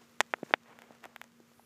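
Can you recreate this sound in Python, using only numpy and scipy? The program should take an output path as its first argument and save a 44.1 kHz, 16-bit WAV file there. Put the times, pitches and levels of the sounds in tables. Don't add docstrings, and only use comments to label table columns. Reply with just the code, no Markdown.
import sys
import numpy as np
from scipy import signal
from scipy.fft import rfft, irfft
from scipy.io import wavfile

SR = 44100
rng = np.random.default_rng(int(sys.argv[2]) if len(sys.argv) > 2 else 0)


def wrap_up_sound(samples):
    columns = np.atleast_2d(samples).T
    tamed = np.clip(columns, -1, 1)
    steps = np.round(tamed * 32767).astype(np.int16)
    wavfile.write(sys.argv[1], SR, steps)


N = 72765

# f/Hz, level/dB
AIR_EQ = [(25, -29), (55, -22.5), (80, -8.5), (115, -5), (150, -2), (190, -4.5), (300, -9), (450, -5.5),
          (700, -17.5), (1200, -12), (2000, -16), (4000, -21.5), (7000, -21.5), (9500, -30.5), (12500, -30),
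          (15000, -28)]
# t/s, level/dB
HISS_RIDE = [(0, 4.5), (.2, 3), (.52, 4), (.58, 0.5), (.95, 2), (1.35, 0), (1.48, 2), (1.65, 0.5)]
# f/Hz, level/dB
TOP_HISS_EQ = [(6000, -28), (9500, 0.5), (12000, 2.5), (15000, -8)]
# t/s, level/dB
TOP_HISS_RIDE = [(0, -101), (.44, -83), (.51, -75), (.56, -99), (1.45, -84.5), (1.58, -74), (1.65, -72)]
# start t/s, length/s, base f/Hz, pitch arch/Hz, level/dB
WHISTLE_WISPS = [(.07, .14, 9900, 600, -85), (.06, .13, 11100, 900, -87), (.31, .13, 10000, 300, -88),
                 (.89, .13, 10700, 120, -90)]
# centre t/s, Gaussian width/s, rub level/dB, hiss level/dB
FUR_STROKES = [ (0.027, 0.023, -62, -67), (.315, 0.0069, -80, -62.5), (0.394, 0.022, -67, -96),
               (0.451, 0.013, -67, -62.5), (0.505, 0.024, -55.5, -60.5), (.718, 0.056, -56, -78),
               (0.836, 0.021, -57.5, -82), (0.927, 0.033, -57, -73.5), (1.048, 0.015, -51, -71),
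               (1.122, 0.027, -62, -92), (1.248, 0.015, -63.5, -70), ]
# f/Hz, level/dB
FUR_RUB_EQ = [(100, -24.5), (250, -3.5), (450, 1), (1000, 0), (1500, -4.5), (2200, -7), (3300, -14),
              (4500, -25.5), (15000, -34)]
# f/Hz, level/dB
FUR_HISS_EQ = [(500, -20), (2000, 5), (4500, 3.5), (7000, 5), (9500, -4.5), (12500, -14.5), (15000, -5)]
# f/Hz, level/dB
BUBBLE_EQ = [(100, -38), (500, -3.5), (2000, -3.5), (3500, -1.5), (7000, -8.5), (9500, -15), (15000, -17)]
# t/s, level/dB, pitch f/Hz, bandwidth/Hz
POCKET_PLOPS = [ (.3850, -18, 720, 300), (0.4303, 14, 265, 328), (.4330, -13, 1640, 1800),
                (0.4618, -20, 1940, 1190), (.5081, -7.5, 1110, 694), (0.509, 1.5, 373, 158),
                (0.907, -6, 337, 534), (1.0563, -0.5, 670, 310), (1.401, -2, 346, 72),
                (1.5160, -22, 600, 700), (1.5953, -12.5, 760, 293), ]
# t/s, level/dB, low-cut f/Hz, high-cut f/Hz, edge level/dB, edge tilt/(dB per octave)
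SALIVA_SMACKS = [ (.2058, 17.5, 404, 5870, -2.5, -9), (0.2106, 4, 356, 4500, 6.5, -39),
                 (.3378, 13, 383, 2520, -22, -21), (0.5384, 20.5, 330, 3450, -42, 9),
                 (0.659, -25, 403, 2460, -29, 0), (.7890, -13.5, 383, 2840, -4.5, 7),
                 (0.8199, -13.5, 422, 2830, -3, 5), (1.0409, -8.5, 730, 2750, -7, 10),
                 (1.0464, -17, 600, 3000, -27, -10), (1.054, -13.5, 400, 2760, 0, 4),
                 (1.1618, -5, 800, 3880, -10, 17), (1.2151, -3, 877, 3400, -8, 13.5),
                 (1.2410, -22, 450, 5000, 8.5, -7), ]
# f/Hz, level/dB
CLICK_COLOUR_EQ = [(40, -43), (150, -6.5), (280, -3), (480, -3.5), (830, 0), (1150, -5), (1600, -2),
                   (2000, -1.5), (2800, -9.5), (3500, -8), (4200, -19), (5500, -17), (7400, -14),
                   (9600, -26), (11800, -20.5), (15500, -29)]

AIR_DB, HISS_SPLIT_HZ = -67.5, 270
HUM_HZ, HUM_DB, HUM_WAVER_DB = 235.1, -67.5, -1.56
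WHISTLE_FLICKER_DB = -5
FUR_GRAIN_DB, FUR_GRAIN_PER_S = 2.5, 130
BUBBLE_COUNT, BUBBLE_DB, BUBBLE_SPREAD_DB = 30, -32.5, 4.5
PLOP_SOFT_RATIO = 2.88
EDGE_TILT_FROM_HZ = 8400
SMEAR_HZ, SMEAR_WIDTH_HZ = 2600, 730
NEAR_DB, NEAR_T60_S = -14, 0.014
ROOM_DB, ROOM_T60_S = -41, 0.15
TAIL_PREDELAY_S, TAIL_TOP_HZ = 0.00091, 3500
HIGH_CUT_HZ = 15300


def undb(db):
    return 10 ** (np.asarray(db) / 20)


def freqs():
    return np.maximum(np.arange(N + 1) * SR / (2 * N), 1)


def eq_curve(points):
    hz, db = np.array(points, float).T
    return undb(np.interp(np.log(freqs()), np.log(hz), db))


def ride(points):
    return undb(np.interp(np.arange(N) / SR, *np.array(points).T))


def minimum_phase(gain):
    cepstrum = irfft(np.log(gain + 1e-9))
    cepstrum[1:N] *= 2
    cepstrum[N + 1:] = 0
    return np.exp(rfft(cepstrum))


def delay(seconds):
    return np.exp(-2j * np.pi * freqs() * seconds)


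def resonance(hz, width_hz):
    f = freqs()
    return 1 / (1 + 1j * (f * f - hz * hz) / (f * width_hz))


def low_pass(hz):
    ratio = freqs() / hz
    return 1 / (1 - ratio * ratio + 1j * np.sqrt(2) * ratio)


def noise(eq):
    coloured = irfft(rfft(rng.standard_normal(2 * N)) * eq_curve(eq))[:N]
    return coloured / coloured.std()


def wobble(per_s):
    return np.interp(np.arange(N) / SR * per_s, np.arange(N), rng.standard_normal(N))


def tail(db, t60):
    t = np.arange(N) / SR - TAIL_PREDELAY_S
    wash = rng.standard_normal(N) * (t > 0) * np.exp(-np.log(1000) * np.abs(t) / t60)
    return undb(db) * rfft(wash / np.linalg.norm(wash), 2 * N) * low_pass(TAIL_TOP_HZ)


def room_tone():
    air = undb(AIR_DB) * noise(AIR_EQ)
    murmur = signal.sosfiltfilt(signal.butter(2, HISS_SPLIT_HZ, fs=SR, output="sos"), air)
    hiss = (air - murmur) * ride(HISS_RIDE)
    top_hiss = noise(TOP_HISS_EQ) * ride(TOP_HISS_RIDE)
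    return murmur + hiss + top_hiss


def appliance_hum():
    t = np.arange(N) / SR
    return np.sqrt(2) * np.sin(2 * np.pi * HUM_HZ * t) * undb(HUM_DB + HUM_WAVER_DB * wobble(25))


def whistles():
    t, wisps = np.arange(N) / SR, 0
    for start, length, hz, arch_hz, db in WHISTLE_WISPS:
        arch = np.sin(np.pi * np.clip((t - start) / length, 0, 1))
        pitch = hz + arch_hz * arch + 60 * wobble(500)
        envelope = undb(db + WHISTLE_FLICKER_DB * wobble(70)) * np.sqrt(2 * np.abs(arch))
        wisps += envelope * np.sin(2 * np.pi * np.cumsum(pitch) / SR)
    return wisps


def fur():
    t, strokes = np.arange(N) / SR, 0
    rub, hiss = noise(FUR_RUB_EQ), noise(FUR_HISS_EQ)
    for centre, width, rub_db, hiss_db in FUR_STROKES:
        swell = np.exp(-((t - centre) / width) ** 2 / 2)
        strokes += swell * (undb(rub_db) * rub + undb(hiss_db) * hiss)
    grain = undb(FUR_GRAIN_DB * (wobble(FUR_GRAIN_PER_S) - 1.5))
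    return strokes * grain


def bubbles():
    when, strength = rng.random((BUBBLE_COUNT, 2)).T
    pulses = np.zeros(N)
    pulses[(when * (N - 1)).astype(int)] = undb(BUBBLE_DB + BUBBLE_SPREAD_DB * (2 * strength - 1))
    bursts = rfft(pulses, 2 * N) * minimum_phase(eq_curve(BUBBLE_EQ))
    return irfft(bursts * (0.5 + tail(NEAR_DB, NEAR_T60_S)))[:N]


def plop(start, db, hz, width_hz):
    return undb(db) * resonance(hz, width_hz) * low_pass(PLOP_SOFT_RATIO * hz) ** 2 * delay(start)


def smack(start, db, low_hz, high_hz, edge_db, tilt_db):
    f = freqs()
    body = 1 / (1 + (f / high_hz) ** 8)
    low_cut = 1 / (1 + (low_hz / f) ** 4)
    edge = undb(edge_db + tilt_db * np.log2(np.maximum(f / EDGE_TILT_FROM_HZ, 1)))
    power = low_cut * (body + (1 - body) * edge ** 2)
    return undb(db) * minimum_phase(np.sqrt(power)) * delay(start)


def mouth():
    hits = [smack(*row) for row in SALIVA_SMACKS] + [plop(*row) for row in POCKET_PLOPS]
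    near = sum(hit * (1 + tail(NEAR_DB, NEAR_T60_S)) for hit in hits)
    smear = 2 * resonance(SMEAR_HZ, SMEAR_WIDTH_HZ) - 1
    coloured = near * minimum_phase(eq_curve(CLICK_COLOUR_EQ)) * smear
    return -irfft(coloured * (1 + tail(ROOM_DB, ROOM_T60_S)))[:N]


def scene():
    return (mouth() + bubbles() + fur() + whistles() + room_tone() + appliance_hum())[None]


def record(dry):
    return signal.sosfiltfilt(signal.butter(20, HIGH_CUT_HZ, fs=SR, output="sos"), dry)


dry = scene()
out = record(dry)
wrap_up_sound(out)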